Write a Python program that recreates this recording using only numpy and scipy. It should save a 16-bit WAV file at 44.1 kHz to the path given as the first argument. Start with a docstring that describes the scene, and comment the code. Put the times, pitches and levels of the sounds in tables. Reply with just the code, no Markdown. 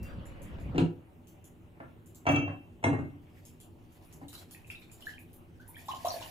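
"""Two cast-iron pot stands are lifted off a glass hob and set down on a stone counter in a hard-walled kitchen:
each contact excites damped modes of the surface and the iron, with noise bursts for the knock and crack.
A hose spits faint drops; a cloth is dipped in a bowl, lifted and wrung out: drops splat as noise, bubbles ring
as damped sines and water trickles. Wind rumble from an open balcony, filtered noise, dies away early over a
steady drone and murmur. A diffuse echo of the room follows every contact, tick, drop and bubble."""
import sys
import numpy as np
from scipy import signal
from scipy.fft import rfft, irfft, next_fast_len
from scipy.io import wavfile
from scipy.ndimage import uniform_filter1d, map_coordinates

SR = 44100
rng = np.random.default_rng(int(sys.argv[2]) if len(sys.argv) > 2 else 0)


def to_linear_factor(level_db):
    """Convert decibel levels (scalar or array-like) to linear amplitude factors."""
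    exponent = np.asarray(level_db, float) / 20
    return 10 ** exponent


def wrap_up_sound(samples):
    """Save the sound to the file named by the first command line argument, as 16-bit audio."""
    columns = np.atleast_2d(samples).T
    # keep every value between -1 and 1, then stretch to whole-number steps
    tamed = np.clip(columns, -1, 1)
    steps = np.round(tamed * 32767).astype(np.int16)
    wavfile.write(sys.argv[1], SR, steps)


N = 277830


def stands():
    """Impact excitation: each contact thuds in the surface below, knocks, cracks and rings the iron."""
    # iron meets glass or stone: t/s, thud peak level/dB, knock peak level/dB, iron ring level/dB
    contacts = [(.53, -56, -42.5, -80), (.585, -45, -43, -78), (.746, -26, -35.5, -87),
                (.757, -46, -32.5, -85), (.78, -19.5, -20, -36), (.809, -22.5, -62, -70),
                (1.801, -41, -37, -93), (2.254, -55, -36, -61), (2.266, -23.5, -15.5, -34),
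                (2.288, -18, -17, -31.5), (2.343, -20.5, -27, -41.5), (2.359, -25.5, -28, -35),
                (2.418, -29, -38, -75), (2.478, -33.5, -31.5, -64), (2.828, -45, -39, -74),
                (2.839, -22.5, -16.5, -45), (2.868, -19, -29.5, -79), (2.929, -22, -27, -74),
                (2.989, -25.5, -37.5, -75.5), (3.049, -36, -55, -81), (3.129, -43.5, -62, -96),
                (4.214, -41, -41.5, -85)]
    # modes of the iron, a list each for held, first stand, second stand: f/Hz, relative level/dB, t60/s
    iron_modes = [
        [(1554, -15, 0.12), (2535, -6, 0.14), (2840, -10, 0.13), (3650, -10.5, 0.058), (4070, -13, 0.13)],
        [(2290, -1, 0.34), (2540, -17, 0.49), (2692, -1.5, 0.49), (2868, -14.5, 0.39), (3160, -14, 0.43),
         (3260, -11, 0.19), (6100, -14, 0.19), (6600, -25, .25), (7260, -23.5, 0.15), (8380, -24, 0.11),
         (9100, -33, .12)],
        [(2133, 16.5, 0.34), (2690, -1, 0.45), (2800, -7, 0.46), (3180, -8, 0.32), (3346, -2.5, 0.24),
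         (3680, -11, 0.2), (3950, -4, 0.27), (5900, -0.5, 0.1), (6150, -18, .28), (6900, -6.5, 0.26),
         (7540, -24, 0.15), (9000, -14, 0.14)],
    ]
    # modes of the glass top: f/Hz, width/Hz, relative level/dB
    glass_modes = [(103, 9, -3), (151, 25, -3.5), (168, 16, 3.5), (271, 18.7, -0.5), (346, 31, -3),
                   (493, 12, -9)]
    # modes of the slab and cupboard: f/Hz, width/Hz, relative level/dB
    counter_modes = [(102.4, 10.4, 0), (128.4, 9.8, -7), (140, 10, -2), (164.6, 15, -7), (249.3, 26, -6),
                     (287.4, 8.8, 4.5), (350, 30, -7.5)]
    # spectrum of the contact itself, a list for each stage: f/Hz, relative level/dB per Hz
    contact_spectra = [
        [(240, -13), (400, -3), (723, -6), (1120, -20), (2830, -24), (5350, -43.5), (6610, -41.5),
         (13900, -63.5), (15000, -56)],
        [(240, -36), (400, -3.5), (473, -7), (701, 2.5), (854, -5.5), (1290, -6.5), (2030, -14.5), (2790, -25),
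         (3550, -36), (15000, -74)],
        [(240, -49), (400, -13), (593, 0.5), (1940, -19), (2150, -19), (4130, -44.5), (4880, -64),
         (5950, -43.5), (9230, -39), (15000, -106)],
    ]
    # start of the first and second stand's contacts with the counter: t/s
    set_down_s = [1.7, 2.7]
    # rise of the crack in each stage: time constant/s
    crack_attack_s = [0.00048, 0.00079, 0.0037]
    # crack peak over the iron ring setting in each stage: level/dB
    crack_over_ring_db = [8.5, 3, 14]
    # left over right in each stage: level/dB
    left_over_right_db = [1, 0.5, 1.5]
    out = np.zeros((2, N))
    t = np.arange(SR // 2) / SR
    for s, thud_db, knock_db, ring_db in contacts:
        stage = np.searchsorted(set_down_s, s)
        surface_modes = counter_modes if stage else glass_modes
        place = dict(pan_db=left_over_right_db[stage], lag=12)  # reaches the right side first
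        ring = to_linear_factor(ring_db) * ringing(iron_modes[stage], t) * (1 - np.exp(-t / 0.0012))
        add(out, s, ring, wet_db=-7, **place)

        push = np.exp(-t / 0.00071) * (t < .01)
        # the surface modes, with a first-order high-pass at 70 Hz
        thud = filtered(push, lambda f: surface(surface_modes, f) * 1j * f / (70 + 1j * f))
        sound = to_linear_factor(thud_db) * thud / np.abs(thud).max()
        contact = lambda f: to_linear_factor(along(contact_spectra[stage], f))
        sound[:SR // 8] += to_linear_factor(knock_db) * burst(0.051, 0.00081, contact)
        crack = burst(0.015, crack_attack_s[stage], lambda f: contact(f) * (f > 2500))
        sound[:SR // 8] += to_linear_factor(ring_db + crack_over_ring_db[stage]) * crack
        add(out, s, sound, wet_db=0, **place)
    return out


def surface(modes, f):
    """Modal superposition: second-order resonances of alternating sign sum to the surface's response."""
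    total = 0
    for k, (centre, width, db) in enumerate(modes):
        damping = 1j * f * width
        total = total + (-1) ** k * to_linear_factor(db) * damping / (centre ** 2 - f ** 2 + damping)
    return total


def ringing(modes, t):
    """Mode splitting: a nearly round casting has every mode twice, so each beats with its weaker twin."""
    twin = 0.0042  # distance of the twin as a share of the pitch
    total = 0
    for hz, db, t60 in modes:
        strength = to_linear_factor(db + rng.normal(0, 1) - 60 * t / t60)  # struck anew each time
        pair = np.sin(2 * np.pi * hz * t) + 0.6 * np.sin(2 * np.pi * hz * (1 + twin) * t)
        total = total + strength * pair
    return total


def bubbles():
    """Bubble resonance: trapped air rings a few cycles, its pitch rising as it nears the surface."""
    # air bubbles caught under the surface: t/s, nominal level/dB, nominal f/Hz, life/cycles
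    caught = [(3.3698, -53.5, 1910, 7.6), (4.2844, -41, 3850, 12), (4.3515, -33.5, 3950, 9.6),
              (4.5456, -45, 1870, 7.4), (4.548, -39, 2460, 5.5), (4.6453, -43.5, 2530, 7.4),
              (4.7012, -25.5, 2516, 4.8), (4.7476, -33.5, 2540, 6.2), (4.7536, -42, 3720, 13),
              (4.8214, -43.5, 2360, 6.7), (4.8973, -47, 2440, 7), (5.0225, -39.5, 3000, 14),
              (5.0604, -46, 4040, 12), (5.0679, -26.5, 1713, 11), (5.1044, -50, 1810, 13),
              (5.1362, -40, 3020, 5.8), (5.1806, -37, 2410, 6.2), (5.597, -45.5, 1520, 18),
              (5.689, -46.5, 920, 7.1), (5.7444, -43.5, 2280, 9.2), (5.7568, -40.5, 3270, 9),
              (5.7658, -38, 1810, 9), (5.7894, -43.5, 2390, 9.4), (5.883, -31, 814, 5.5),
              (5.888, -22.5, 1033, 5.3), (5.909, -43, 1040, 4.5), (5.9144, -28.5, 2920, 5.4),
              (5.934, -33.5, 728, 3.3), (5.937, -30, 1013, 5), (6.047, -18, 686, 4.3),
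              (6.055, -22.5, 1016, 3.8), (6.072, -28, 1100, 1.9), (6.073, -31, 700, 3.1),
              (6.0841, -24, 5700, 11.6), (6.099, -32, 653, 3.5), (6.1045, -23, 4390, 7.3),
              (6.137, -42, 1700, 5.5), (6.141, -26, 630, 2.5), (6.159, -33, 647, 4.6),
              (6.1918, -43, 2290, 10), (6.215, -32.5, 966, 2.7), (6.2244, -32, 2880, 9.5),
              (6.259, -40, 865, 5)]
    out = np.zeros((2, N))
    for s, db, hz, life in caught:
        u = np.arange(SR // 16) / SR * hz / life  # time in lifetimes
        phase = 2 * np.pi * life * (0.947 * u + 0.036 * u * u)
        envelope = (1 - np.exp(-(u / 0.34) ** 1.17)) * np.exp(-u)
        add(out, s, to_linear_factor(db) * envelope * np.sin(phase), wet_db=-1, lag=5)
    return out


def splats():
    """Drop impact: drips share one colour, while splashes lean dull or bright."""
    # water from the cloth hitting the bowl: t/s, peak level/dB, tilt from 5 to 9.5 kHz/dB
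    splashes = [(4.049, -58.5, 18), (4.3294, -40, -9), (4.3787, -44.5, -13), (4.5099, -39.5, -2.5),
                (4.7049, -42.5, -13), (4.789, -58, 13), (4.8182, -51.5, -21), (5.0067, -44.5, -11.5),
                (5.0549, -42.5, -9), (5.091, -46.5, -15), (5.1904, -50, 4), (5.3304, -49, 12),
                (5.602, -56.5, -14), (5.6785, -44.5, 17), (5.7697, -50, 13), (5.858, -44.5, -1),
                (5.884, -39, -15), (5.9468, -41.5, -16), (6.0508, -31.5, -11), (6.1184, -37.5, -4),
                (6.138, -46, -10), (6.21, -38, -20), (6.246, -44.5, 5)]
    # drops spat from the hose: t/s, peak level/dB
    drips = [(0.2547, -50.5), (0.419, -45.5), (0.601, -60), (1.2715, -50.5), (1.4421, -46.5), (2.0598, -53),
             (2.147, -46), (2.306, -44), (3.4518, -45.5), (3.6013, -46), (3.9212, -57.5), (4.126, -47),
             (4.282, -41), (4.67, -48.5), (4.9157, -46), (5.7953, -52.5)]
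    edge_db = 3.5  # mean gain of a splash at 5 and 9.5 kHz, relative to 7 kHz
    out = np.zeros((2, N))
    for s, db, tilt_db in splashes:
        splat(out, s, db, edge_db - tilt_db / 2, edge_db + tilt_db / 2)
    for s, db in drips:
        splat(out, s, db, dull_db=-5, bright_db=-6)
    return out


def splat(out, s, db, dull_db, bright_db):
    """Transient noise: a drop bursts in a few milliseconds; the room smears it into a short hiss."""
    # spectrum shared by all drops: f/Hz, relative level/dB per Hz
    drop_spectrum = [(1470, -13.5), (2500, -24.5), (2790, -16), (3010, -6.5), (4310, -10), (4990, -13),
                     (6400, -8), (7360, -1.5), (8800, -16), (9730, 0), (12700, -4.5), (14900, -4.5),
                     (16000, -33)]
    lean = [(5000, dull_db), (7000, 0), (9500, bright_db)]
    colour = lambda f: to_linear_factor(along(drop_spectrum, f) + along(lean, f))
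    add(out, s, to_linear_factor(db) * burst(0.0091, 0.0013, colour), wet_db=8, lag=5)


def trickle():
    """Superposed bubble resonances: running water is a hiss and a fizz of tiny bubbles, both following the flow."""
    # water running out of the cloth: t/s, level/dB before the flutter
    flow = [(3.1, -93), (3.4, -67), (3.7, -84), (3.95, -70.5), (4.24, -71), (4.38, -65.5), (4.62, -72.5),
            (5.12, -67.5), (5.4, -81), (5.66, -74), (5.86, -61.5), (6.03, -56), (6.14, -50), (6.3, -52.5)]
    # hiss of the running water: f/Hz, relative level/dB per Hz
    hiss_spectrum = [(240, -58), (400, -55), (676, -6.5), (814, -12.5), (1060, -14.5), (1530, -58),
                     (1650, -17), (8900, -29), (14400, -26.5), (16000, -41)]
    flow_s, level_db = np.transpose(flow)
    flow_db = np.interp(np.arange(N) / SR, flow_s, level_db, -120, -120)
    when, pitch, size, side = rng.random((7000, 4)).T
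    hz = 3500 * np.exp(1.8 * (pitch - 0.5))[:, None]
    t = np.arange(SR // 100) / SR
    strength = -np.log(size)[:, None]
    grains = strength * np.exp(-t * hz / 8) * np.sin(2 * np.pi * hz * t)  # life of 8 cycles
    at = (when[:, None] * N).astype(int) + np.arange(len(t))
    fizz = []
    for share in (side, 1 - side):  # left, right
        fizz.append(np.bincount(at.ravel(), (share[:, None] * grains).ravel(), N + SR)[:N])
    hiss = rush(hiss_spectrum, patchy_db=2.5)
    return to_linear_factor(flow_db + 2.9 * wobble(34)) * (hiss + to_linear_factor(-8) * unit(np.array(fizz)))


def balcony():
    """Turbulence noise: gusty buffeting and street air, with a few ticks of small metal and faint whistles."""
    # gusts: middle t/s, swell level/dB
    gusts = [(.03, 7), (.19, 8), (.46, 7.5), (.6, 7), (.69, 12.5)]
    # wind buffeting: f/Hz, relative level/dB per Hz
    buffet_spectrum = [(24, -29), (40, -12), (59, 2.5), (166, -5.5), (200, -4.5), (297, -14.5), (400, -18),
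                       (520, -60), (880, -120)]
    # street air: f/Hz, relative level/dB per Hz
    street_spectrum = [(180, -27), (300, -8), (416, -18.5), (554, -5), (613, -15), (1440, -22.5),
                       (2860, -27.5), (6000, -51.5), (7800, -55), (13200, -120)]
    # small metal ticks: t/s, peak level/dB of the burst, ring level/dB
    ticks = [(0.0306, -39, -67), (0.599, -60, -80)]
    # modes of the small metal: f/Hz, relative level/dB, t60/s
    jingle_modes = [(4730, -7, 0.54), (5750, -9, 0.38), (6100, -7, .15), (6870, -1, 0.11), (7650, -9, 0.58),
                    (9050, -3, .15), (10700, -4, 0.246)]
    # wavering whistles: middle t/s, half length/s, mean f/Hz, level/dB before the wavering
    whistles = [(0.028, 0.086, 2720, -64.5), (0.3, 0.13, 2900, -72.5)]
    time = np.arange(N) / SR
    gust_db = sum(db * np.exp(-((time - s) / 0.064) ** 2) for s, db in gusts)
    buffet = to_linear_factor(-50 + gust_db + 2.0 * wobble(12.2)) * rush(buffet_spectrum, patchy_db=2.5)
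    street_rise = 1 - 0.25 * np.exp(-time / 0.05)
    street = to_linear_factor(-51.5) * street_rise * rush(street_spectrum, patchy_db=3.5)
    out = to_linear_factor(outdoors_db()) * (buffet + street)

    t = np.arange(SR // 4) / SR
    for s, db, ring_db in ticks:
        tick = to_linear_factor(ring_db) * ringing(jingle_modes, t)
        tick[:SR // 8] += to_linear_factor(db) * burst(0.0039, 0.00013, lambda f: f > 4500)
        add(out, s, tick, wet_db=3)
    for s, half, hz, db in whistles:
        pitch = hz + 30 * wobble(60)
        envelope = to_linear_factor(db + 7.1 * wobble(43.7)) * np.exp(-((time - s) / half) ** 4)
        out += envelope * np.sin(2 * np.pi * np.cumsum(pitch) / SR)
    return out


def outdoors_db():
    """Exponential decay: the gain of the balcony air falls linearly in dB once it begins to die away."""
    fade_s, fade_db_per_s = 0.76, 241
    return -fade_db_per_s * np.maximum(np.arange(N) / SR - fade_s, 0)


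def air():
    """Stationary noise: the kitchen's drone and murmur are diffuse, its low draughts independent left and right."""
    # kitchen drone: f/Hz, relative level/dB per Hz
    drone_spectrum = [(15, -32), (25, -28.5), (102, 0), (125, -10), (177, -6), (213, -20), (246, -3.5),
                      (270, -17.5), (321, -9), (408, -18.5), (600, -26), (780, -62), (1320, -120)]
    # kitchen murmur: f/Hz, relative level/dB per Hz
    murmur_spectrum = [(240, -29), (400, -13), (528, -21), (588, -5.5), (645, -15), (730, -9),
                       (1680, -23.5), (2800, -20.5), (4580, -37.5), (14800, -37), (16000, -31)]
    time = np.arange(N) / SR
    # the drone sinks by 3 dB per second at the end
    drone_db = -55 - 3 * np.maximum(time - 5.9, 0) + 0.5 * wobble(9)
    drone = to_linear_factor(drone_db) * rush(drone_spectrum, patchy_db=0.5)
    murmur = to_linear_factor(-66) * rush(murmur_spectrum, patchy_db=2.5)

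    draught = unit(filtered(rng.standard_normal((2, N)), lambda f: f / (1 + (f / 32) ** 4)))
    indoor_gain = to_linear_factor(-70.5 + 1.4 * time)  # grows by 1.4 dB per second
    outdoor_gain = to_linear_factor(-51 + outdoors_db())
    return drone + murmur + (indoor_gain + outdoor_gain) * draught


def add(out, s, sound, wet_db, pan_db=0, lag=0):
    """Reverberation: adds a sound at s seconds with a fresh diffuse echo; lag in samples delays the direct left."""
    # decay of the room: f/Hz, t60/s
    room = [(100, 0.29), (400, 0.38), (1500, 0.31), (4000, 0.24), (10000, 0.24)]
    length = SR * 3 // 5
    decay = lambda hz, t: to_linear_factor(-60 * (t / along(room, hz)) ** 0.87) * (1 - np.exp(-t / 0.0076))
    lumps = to_linear_factor(0.9 * wobble(86.0, size=length))  # single walls stand out of the echo
    echo = unit(lumps * diffuse(length, decay)) / np.sqrt(length)
    heard = to_linear_factor(wet_db) * signal.fftconvolve(sound[None], echo, axes=1)
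    heard[0, lag:lag + len(sound)] += sound
    heard[1, :len(sound)] += sound
    place = out[:, round(s * SR):][:, :heard.shape[1]]
    place += to_linear_factor([[pan_db / 2], [-pan_db / 2]]) * heard[:, :place.shape[1]]


def burst(t60, attack, response):
    """Shaped noise: a puff through a response rises, then decays exponentially; its peak is 1."""
    t = np.arange(SR // 8) / SR
    noise = filtered(rng.standard_normal(len(t)), response)
    puff = noise * to_linear_factor(-60 * t / t60) * (1 - np.exp(-t / attack))
    return puff / np.abs(puff).max()


def rush(spectrum, patchy_db):
    """Modulated noise: a diffuse rush has smooth patches of random gain in time and frequency."""
    def field(hz, t):
        smooth = uniform_filter1d(rng.standard_normal((len(hz), len(t))), 4, 0)
        return to_linear_factor(patchy_db * unit(uniform_filter1d(smooth, 24, 1)))
    return diffuse(N, field, spectrum)


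def diffuse(length, field, spectrum=((1, 0),)):
    """Diffuse-field coherence: stereo noise from all sides; field(hz, t) is its gain in time and frequency."""
    # sound from all sides: f/Hz, left-right likeness (correlation)
    likeness = [(60, 1), (150, 0.81), (380, 0.81), (950, -0.058), (2380, -0.047), (5980, 0.57), (15000, 1)]
    hz, t, z = signal.stft(rng.standard_normal((2, length)), SR, nperseg=256)
    pair = signal.istft(z * field(hz[:, None], t), SR, nperseg=256)[1][:, :length]

    def mid_side_gain(f):
        angle = np.arccos(np.clip(along(likeness, f), -1, 1)) / 2
        return to_linear_factor(along(spectrum, f)) * [np.cos(angle), np.sin(angle)]
    mid, side = filtered(pair, mid_side_gain)
    return unit(np.array([mid + side, mid - side]))


def filtered(x, response):
    """Linear filtering: multiplies the spectrum of x by a complex response of frequency."""
    m = next_fast_len(x.shape[-1] + 8192)
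    return irfft(rfft(x, m) * response(np.fft.rfftfreq(m, 1 / SR)), m)[..., :x.shape[-1]]


def wobble(rate, size=N):
    """Random modulation: a smooth curve through random knots, rate of them a second."""
    return map_coordinates(rng.standard_normal(size // 100 + 4), [np.arange(size) * rate / SR])


def along(points, hz):
    """Logarithmic frequency scale: interpolates (f/Hz, value) points on it."""
    f, v = np.transpose(points)
    return np.interp(np.log(hz + 1), np.log(f + 1), v)


def unit(x):
    """Root-mean-square normalisation: scales x to rms 1."""
    return x / np.sqrt(np.mean(x ** 2) + 1e-20)


def scene():
    """Linear superposition: all sources add as they reach the two microphones."""
    return stands() + bubbles() + splats() + trickle() + balcony() + air()


def low_pass(x):
    """Removes everything above the highest recorded frequency."""
    return signal.sosfilt(signal.butter(12, 16500, fs=SR, output="sos"), x)


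def record(dry):
    """Band limitation: a phone's steep low-pass ends the treble near 15.5 kHz."""
    mix = filtered(dry, lambda f: 1 / (1 + (f / 15500) ** 60))
    return low_pass(mix)


dry = scene()
out = record(dry)
wrap_up_sound(out)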